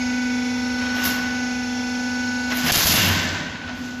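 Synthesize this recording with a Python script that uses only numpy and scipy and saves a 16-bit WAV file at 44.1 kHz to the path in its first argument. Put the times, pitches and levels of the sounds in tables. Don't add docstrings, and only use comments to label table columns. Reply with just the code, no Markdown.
import sys
import numpy as np
from scipy import signal
from scipy.fft import rfft, irfft
from scipy.io import wavfile
from scipy.ndimage import uniform_filter1d, minimum_filter1d

SR = 44100
rng = np.random.default_rng(int(sys.argv[2]) if len(sys.argv) > 2 else 0)


def inscribe(sig):
    pcm = np.round(np.clip(np.atleast_2d(sig).T, -1, 1) * 32767)
    wavfile.write(sys.argv[1], SR, pcm.astype(np.int16))


N = 176400
T = np.arange(N) / SR
SHAFT_HZ, PISTON_COUNT, BAR_COUNT = 24.8, 10, 6


def undb(db):
    return 10 ** (np.asarray(db) / 20)

def curve(rows, column=1):
    return np.interp(T, np.array(rows)[:, 0], np.array(rows)[:, column])

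def gain_at(points, hz):
    pitches, db = np.array(points).T
    return undb(np.interp(np.log(hz + 1), np.log(pitches), db))

def unit(x):
    return x / np.sqrt(np.mean(x ** 2))

def colour(x, points):
    size = 2 * N
    cepstrum = irfft(np.log(gain_at(points, np.arange(N + 1) * SR / size)))
    cepstrum[1:N] *= 2
    cepstrum[N + 1:] = 0
    return unit(irfft(rfft(x, size) * np.exp(rfft(cepstrum)))[:N])

def noise(points):
    return colour(rng.standard_normal(N), points)

def drift(per_s):
    return np.interp(T * per_s, np.arange(1000), rng.standard_normal(1000))

def ring(x, response):
    return signal.fftconvolve(x, response / np.linalg.norm(response))[:N]

def swells(rows, column=3):
    power = 0
    for row in rows:
        peak_s, rise_s, fall_db_per_s = row[:3]
        rising = np.exp(-((T - peak_s) / rise_s) ** 2)
        falling = undb(-fall_db_per_s * np.maximum(T - peak_s, 0))
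        power += (np.where(T < peak_s, rising, falling) * undb(row[column])) ** 2
    return np.sqrt(power)

def cracks(rows, decay_s):
    return sum(undb(db) * (T > start) * np.exp(-np.maximum(T - start, 0) / decay_s) for start, db in rows)

def contacts(per_s, spread_db):
    touching = rng.random(N) < per_s / SR
    hardness = np.minimum(rng.exponential(size=N), 2.7)
    return touching * rng.choice([-1, 1], N) * undb(spread_db * hardness)


# pitch_hz, level_db
MURMUR_COLOUR = [(25, -21), (50, -2.5), (80, 4), (130, -6.5), (260, 5.5), (400, -10), (900, -9),
                 (1150, -15), (1500, -13), (2800, -13), (5000, -30), (7000, -26), (8500, -95), (10500, -48),
                 (14000, -53)]
def hall_murmur(level_db=-39.5):
    return undb(level_db + 0.21 * drift(5.1)) * noise(MURMUR_COLOUR)

def hall_echo(x, low_fade_s=1.16, treble_fade_s=0.65, echo_db=-7):
    hiss = rng.standard_normal(N)
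    low = signal.sosfilt(signal.butter(2, 4500, fs=SR, output="sos"), hiss)
    tail = low * undb(-60 * T / low_fade_s) + (hiss - low) * undb(-60 * T / treble_fade_s)
    build_up = 1 - np.exp(-T / 0.043)
    return x + undb(echo_db) * ring(x, tail * build_up)

# time_s, hum_db, buzz_db
PUMP_EFFORT = [(0, 0.5, 0), (.3, 1, 0), (.7, -1, 1.5), (1.0, -2.5, 1.5), (1.4, -2, -0.5), (2.0, -1.5, 0.5),
               (2.5, -2, 1), (2.66, -0.5, -1.5), (2.72, -26, -10), (3.6, -27, -14), (3.66, -9, -10),
               (3.70, -15, -11), (3.73, -4, -12), (3.775, -16, -11), (3.81, -6.5, -11), (4, -8, -14.5)]
def effort(part):
    return undb(curve(PUMP_EFFORT, {"hum": 1, "buzz": 2}[part]))

# pitch_hz, level_db
OIL_COLOUR = [(300, 1.5), (900, 1.5), (1150, 0.5), (2200, 1), (3500, -8.5), (6000, -6), (7000, -10),
              (8500, -12), (9500, -6.5), (11000, -11), (14000, -19)]
def oil_hiss(level_db=-46.5):
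    return effort("buzz") * undb(level_db + 0.28 * drift(17)) * noise(OIL_COLOUR)

# time_s, growl_db, sizzle_db
BUZZ_BOOSTS = [(0, 2.5, 1), (.35, 3.5, 0), (.7, -0.5, -1.5), (1.2, 0.3, -2.2), (1.45, 0.5, 1), (2, -2.5, 1),
               (2.5, -3.5, -0.8)]
def buzz_gain(per_turn, growl_hz=(1800, 2600), sizzle_hz=4800):
    hz = per_turn * SHAFT_HZ
    if growl_hz[0] < hz < growl_hz[1]:
        return effort("buzz") * undb(curve(BUZZ_BOOSTS, 1))
    if hz > sizzle_hz:
        return effort("buzz") * undb(curve(BUZZ_BOOSTS, 2))
    return effort("buzz")

def tone(angle, per_turn, waver_db, smear_rad=np.pi):
    phase = per_turn * angle + rng.uniform(-smear_rad, smear_rad)
    return np.sqrt(2) * np.cos(phase) * undb(waver_db * drift(2.2))

# pitch_hz, level_db
SIDE_TONES = [(250, -69.5), (750, -59), (1200, -68), (1500, -74.5), (2200, -57), (2800, -60.5), (3400, -62),
              (4400, -60), (5400, -59), (6500, -64), (7300, -71), (8000, -55)]
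def side_tones(angle, fall_db=3.5, flow_db=4.5):
    narrow = signal.butter(4, 55, fs=SR, output="sos")
    out = 0
    for multiple, _ in PISTON_TONES:
        per_turn = multiple * PISTON_COUNT
        sides = sum(undb(-fall_db * (abs(step) - 1)) * tone(angle, per_turn + step, waver_db=3)
                    for step in (-3, -2, -1, 1, 2, 3))
        flutter = unit(signal.sosfilt(narrow, rng.standard_normal(N)))
        flow = undb(flow_db) * flutter * tone(angle, per_turn, waver_db=3.5)
        gain = buzz_gain(per_turn) * gain_at(SIDE_TONES, per_turn * SHAFT_HZ)
        out += gain * (sides * (multiple != WHINE_MULTIPLE) + flow)
    return out

# cycles_per_turn, level_db
SHAFT_TONES = [(3, -51.5), (4, -48), (9, -46.5), (11, -50.5), (19, -50), (21, -53), (23, -55.5), (31, -45),
               (34, -47), (36, -55.5), (38, -52.5), (39, -51.5), (52, -59), (54, -63), (56, -58),
               (58, -53.5), (59, -49), (61, -62), (62, -52), (74, -60), (79, -66), (81, -42.5), (98, -58),
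               (99, -58), (109, -53), (179, -60), (189, -56), (201, -56.5)]
def shaft_buzz(angle):
    return sum(buzz_gain(per_turn) * undb(db) * tone(angle, per_turn, waver_db=1.9)
               for per_turn, db in SHAFT_TONES)

# cycles_per_stroke, level_db
PISTON_TONES = [(1, -24.5), (2, -53.5), (3, -55), (4, -58), (5, -56.5), (6, -32.5), (7, -49.5), (8, -51.5),
                (9, -46.5), (10, -49), (11, -49), (12, -54.5), (13, -68), (14, -52), (15, -55.5),
                (16, -57.5), (17, -51.5), (18, -52), (19, -76), (20, -55), (21, -50), (22, -47.5),
                (23, -51.5), (24, -53), (25, -56), (26, -50.5), (27, -53.5), (28, -59), (29, -81),
                (30, -73)]
# time_s, boost_db
WHINE_BOOST = [(0, -1.5), (.25, 2), (.5, -6), (.75, 0), (.97, 3.5), (1.2, 3.5), (1.7, -1), (1.85, 1),
               (2.5, 1), (3.2, 8), (3.7, 4.5), (3.83, -0.5), (3.88, 7), (4, 7)]
WHINE_MULTIPLE = 6
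def pistons(angle):
    out = effort("hum") * undb(PISTON_TONES[0][1]) * tone(angle, PISTON_COUNT, waver_db=0.4)
    for multiple, db in PISTON_TONES[1:]:
        per_turn = multiple * PISTON_COUNT
        if multiple == WHINE_MULTIPLE:
            overtone = undb(curve(WHINE_BOOST)) * tone(angle, per_turn, waver_db=1.8)
        else:
            overtone = tone(angle, per_turn, waver_db=3.5, smear_rad=2.1)
        out += buzz_gain(per_turn) * undb(db) * overtone
    return out

# time_s, speed_hz
SHAFT_SPEEDS = [(0, 24.81), (.5, 24.82), (1.3, 24.79), (2.6, 24.785), (3.7, 24.71)]
def pump(wobble=0.00046):
    speed_hz = curve(SHAFT_SPEEDS) * (1 + wobble * drift(9))
    angle = 2 * np.pi * np.cumsum(speed_hz) / SR
    return pistons(angle) + shaft_buzz(angle) + side_tones(angle)

# peak_s, rise_s, fall_db_per_s, level_db
BENCH_ROCKING = [(3.03, 0.05, 48, -27), (3.12, 0.08, 95, -27)]
def bench_swing(pitch_hz=91.7, waver_hz=2):
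    phase = 2 * np.pi * np.cumsum(pitch_hz + waver_hz * drift(17)) / SR
    return np.sqrt(2) * np.sin(phase) * undb(0.88 * drift(31.1)) * swells(BENCH_ROCKING)

# peak_s, rise_s, fall_db_per_s, level_db
BOOM_SWELLS = [(1.06, 0.026, 52, -35.5), (2.68, 0.08, 34, -33.5), (2.96, 0.14, 28, -25.5),
               (3.1, 0.11, 72, -36), (3.81, 0.04, 68, -36.5)]
# pitch_hz, level_db
BOOM_COLOUR = [(35, -27), (70, -7.5), (93, 1), (120, -8.5), (165, 0), (205, -7), (245, -1.5), (330, -13),
               (550, -25), (1000, -53)]
def bench_boom():
    return colour(contacts(per_s=300, spread_db=1.5), BOOM_COLOUR) * swells(BOOM_SWELLS)

# peak_s, rise_s, fall_db_per_s, level_db
SCRAPE_SWELLS = [(.975, 0.028, 70, -47), (1.025, .035, 72, -47), (1.06, 0.018, 162, -27.5),
                 (2.585, 0.056, 128, -36.5), (2.68, 0.039, 68, -31.5), (2.725, 0.0049, 87, -23),
                 (2.80, 0.038, 75, -24.5), (2.89, 0.054, 91, -22), (3.08, 0.24, 134, -31.5),
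                 (3.79, 0.043, 37, -58.5)]
# pitch_hz, level_db
SCRAPE_COLOUR = [(6000, -23), (8600, -21), (9600, -9), (11000, -1), (12500, 0.5), (14000, -0.5),
                 (15000, -28)]
def scrape(flicker_db=1.3):
    grit = colour(contacts(per_s=21000, spread_db=4.5), SCRAPE_COLOUR)
    return grit * swells(SCRAPE_SWELLS) * undb(flicker_db * drift(90))

# start_s, level_db
RIB_SLIPS = [(1.04, -17), (1.052, -13.5), (1.0605, -15), (2.572, -19), (2.808, -14), (2.85, -13)]
# pitch_hz, level_db
TICK_COLOUR = [(1000, -15), (3000, -18), (5000, -1), (6800, -13), (8500, -18), (10500, -18.5), (13000, 0),
               (14500, -5)]
def rib_ticks():
    return cracks(RIB_SLIPS, decay_s=0.0027) * noise(TICK_COLOUR)

# peak_s, rise_s, fall_db_per_s, low_notes_db, high_notes_db
RING_SWELLS = [(1.04, 0.067, 110, -42, -44), (2.53, .02, 40, -46, -45), (2.69, 0.039, 113, -33.5, -32),
               (2.96, 0.066, 53, -33, -32), (3.17, 0.073, 52, -35, -43)]
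# pitch_hz, spread_hz, fade_s (time to fall 60 dB), level_db
BAR_NOTES = [(990, 34, 1.8, -4), (1537, 36, 1.9, 2), (1727, 65, 0.81, -1), (1870, 90, 0.76, -3.5),
             (2040, 110, 0.58, -3), (2226, 110, .6, -2), (2710, 130, .5, 0), (2824, 150, .5, 3),
             (3100, 190, 0.44, -0.5), (3305, 170, .4, -4), (3520, 160, 0.32, -1), (3710, 120, 0.37, -6)]
def bar_rings(high_from_hz=2500, wander_hz=8, waver_db=2):
    low, high = swells(RING_SWELLS, 3) ** 2, swells(RING_SWELLS, 4) ** 2
    out = 0
    for hz, spread_hz, fade_s, db in BAR_NOTES:
        detunes = (np.arange(BAR_COUNT) + rng.random(BAR_COUNT)) / BAR_COUNT - 0.5
        bars = 0
        for bar_hz in hz + detunes * spread_hz:
            cycles = rng.random() + np.cumsum(bar_hz + wander_hz * drift(25)) / SR
            bars += np.sin(2 * np.pi * cycles)
        keep = undb(-120 / (fade_s * SR))
        energy = signal.lfilter([1 - keep], [1, -keep], low if hz < high_from_hz else high)
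        out += undb(db + waver_db * drift(11)) * unit(bars) * np.sqrt(energy)
    return out

def bundle_tap(note_count=600, fade_s=0.14):
    t = T[:SR // 4]
    spectrum = np.zeros(len(t), complex)
    spectrum[rng.integers(100, 4100, note_count)] = np.exp(2j * np.pi * rng.random(note_count))
    rings = irfft(spectrum)[:len(t)] * undb(-60 * t / fade_s)
    rings /= np.linalg.norm(rings)
    rings[0] += 1.1
    return rings

def jostle(taps_per_s=900):
    return sum(ring(contacts(taps_per_s / BAR_COUNT, spread_db=6.5), bundle_tap())
               for _ in range(BAR_COUNT))

# peak_s, rise_s, fall_db_per_s, clank_db, bright_db
CLATTER_SWELLS = [(.82, 0.027, 52, -33.5, -40), (.98, 0.038, 45, -30, -44), (1.055, 0.029, 93, -44, -27.5),
                  (2.51, 0.014, 72, -28, -35.5), (2.59, 0.018, 34, -34, -30.5), (2.685, 0.03, 81, -22, -25),
                  (2.735, .02, 53, -48, -16.5), (2.80, 0.037, 45.5, -25.5, -21),
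                  (2.96, 0.065, 56, -24.5, -22), (3.13, 0.11, 64, -26.5, -29), (3.35, 0.022, 30, -34, -74),
                  (3.685, 0.017, 128, -33.5, -57), (3.85, 0.12, 36, -58, -44.5)]
# pitch_hz, level_db
CLANK_COLOUR = [(120, -21.5), (300, 3.5), (420, -7), (570, 2), (780, -3), (1000, 2), (1280, -2.5),
                (1600, 2.5), (2400, -2), (2850, -1.5), (4000, -5), (6500, -29), (8500, -42)]
BRIGHT_COLOUR = [(300, -12.5), (1500, -12.5), (2800, -2.5), (3500, -3.5), (4150, -2.5), (4700, -2),
                 (6500, -3.5), (7600, -8), (8500, -22.5), (9500, -20), (14000, -37)]
def clatter():
    dull = colour(jostle(), CLANK_COLOUR) * swells(CLATTER_SWELLS, 3)
    bright = colour(jostle(), BRIGHT_COLOUR) * swells(CLATTER_SWELLS, 4)
    return dull + bright

# start_s, level_db
LANDINGS = [(1.051, -22), (1.07, -23), (2.506, -29), (2.52, -19), (2.672, -22), (2.7, -22), (2.746, -26),
            (2.871, -23), (3.256, -30), (3.351, -36), (3.41, -33), (3.457, -35.5), (3.675, -39),
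            (3.69, -31.5)]
# pitch_hz, level_db
KNOCK_COLOUR = [(300, -6.5), (700, 8.5), (1200, -0.5), (1700, 4.5), (3000, -5.5), (6000, -3), (8500, -41),
                (14000, -33)]
def knocks():
    return ring(cracks(LANDINGS, decay_s=0.0054) * noise(KNOCK_COLOUR), bundle_tap())

# time_s, level_db
RATTLE_DIP = [(2.7, 0), (2.712, 1), (2.716, -5), (2.726, -3), (2.735, 0)]
def rattling_bundle():
    return (hall_echo(clatter() + knocks() + bench_boom()) + bar_rings()) * undb(curve(RATTLE_DIP))

# start_s, pitch_hz, decay_s, thump_db, crack_db
SHEAR_BLOWS = [(2.635, 160, 0.068, -28.5, -39), (2.723, 55.6, 0.016, -27, -24),
               (2.765, 139, 0.079, -26, -27), (2.848, 65, 0.024, -18, -33), (2.939, 166.8, 0.046, -22, -15),
               (3.241, 242, 0.02, -20.5, -38)]
def shear_blows(crack_s=0.01):
    out = 0
    for start_s, hz, decay_s, thump_db, crack_db in SHEAR_BLOWS:
        age = np.maximum(T - start_s, 0)
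        thump = undb(thump_db) * np.sin(2 * np.pi * hz * age) * np.exp(-age / decay_s)
        crack = cracks([(start_s, crack_db)], crack_s) * rng.standard_normal(N)
        out += thump + crack
    return out

# start_s, level_db
BAR_BREAKS = [(2.7195, -4), (2.7212, -5), (2.7252, -3), (2.736, -14), (2.745, -12), (2.757, -13),
              (2.77, -9), (2.7765, -11)]
# pitch_hz, level_db
SNAP_COLOUR = [(200, -2), (1200, -25), (2500, -14), (4500, -5), (7000, -12), (9000, -18), (12000, -4.5),
               (14000, -20)]
def bar_snaps():
    return cracks(BAR_BREAKS, decay_s=0.0022) * noise(SNAP_COLOUR)


def scene():
    murmur = hall_murmur()
    steel = rattling_bundle() + bar_snaps() + rib_ticks() + shear_blows() + bench_swing()
    return (murmur + pump() + oil_hiss() + scrape() + steel)[None]

def limiter(x, limit_db=-6, recovery_db_per_s=420):
    over_db = np.maximum(20 * np.log10(abs(x).max(axis=0) + 1e-9) - limit_db, 0)
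    recovery_db = recovery_db_per_s * T
    cut_db = np.maximum.accumulate(over_db + recovery_db) - recovery_db
    early_gain_db = minimum_filter1d(-cut_db, size=353, origin=-110)
    return x * undb(uniform_filter1d(early_gain_db, size=89))

def record(dry, notch_hz=(8100, 9100), top_hz=14000):
    notch = signal.butter(3, notch_hz, "bandstop", fs=SR, output="sos")
    top_cut = signal.ellip(8, 0.2, 70, top_hz, fs=SR, output="sos")
    return signal.sosfilt(top_cut, limiter(signal.sosfilt(notch, dry)))


dry = scene()
out = record(dry)
inscribe(out)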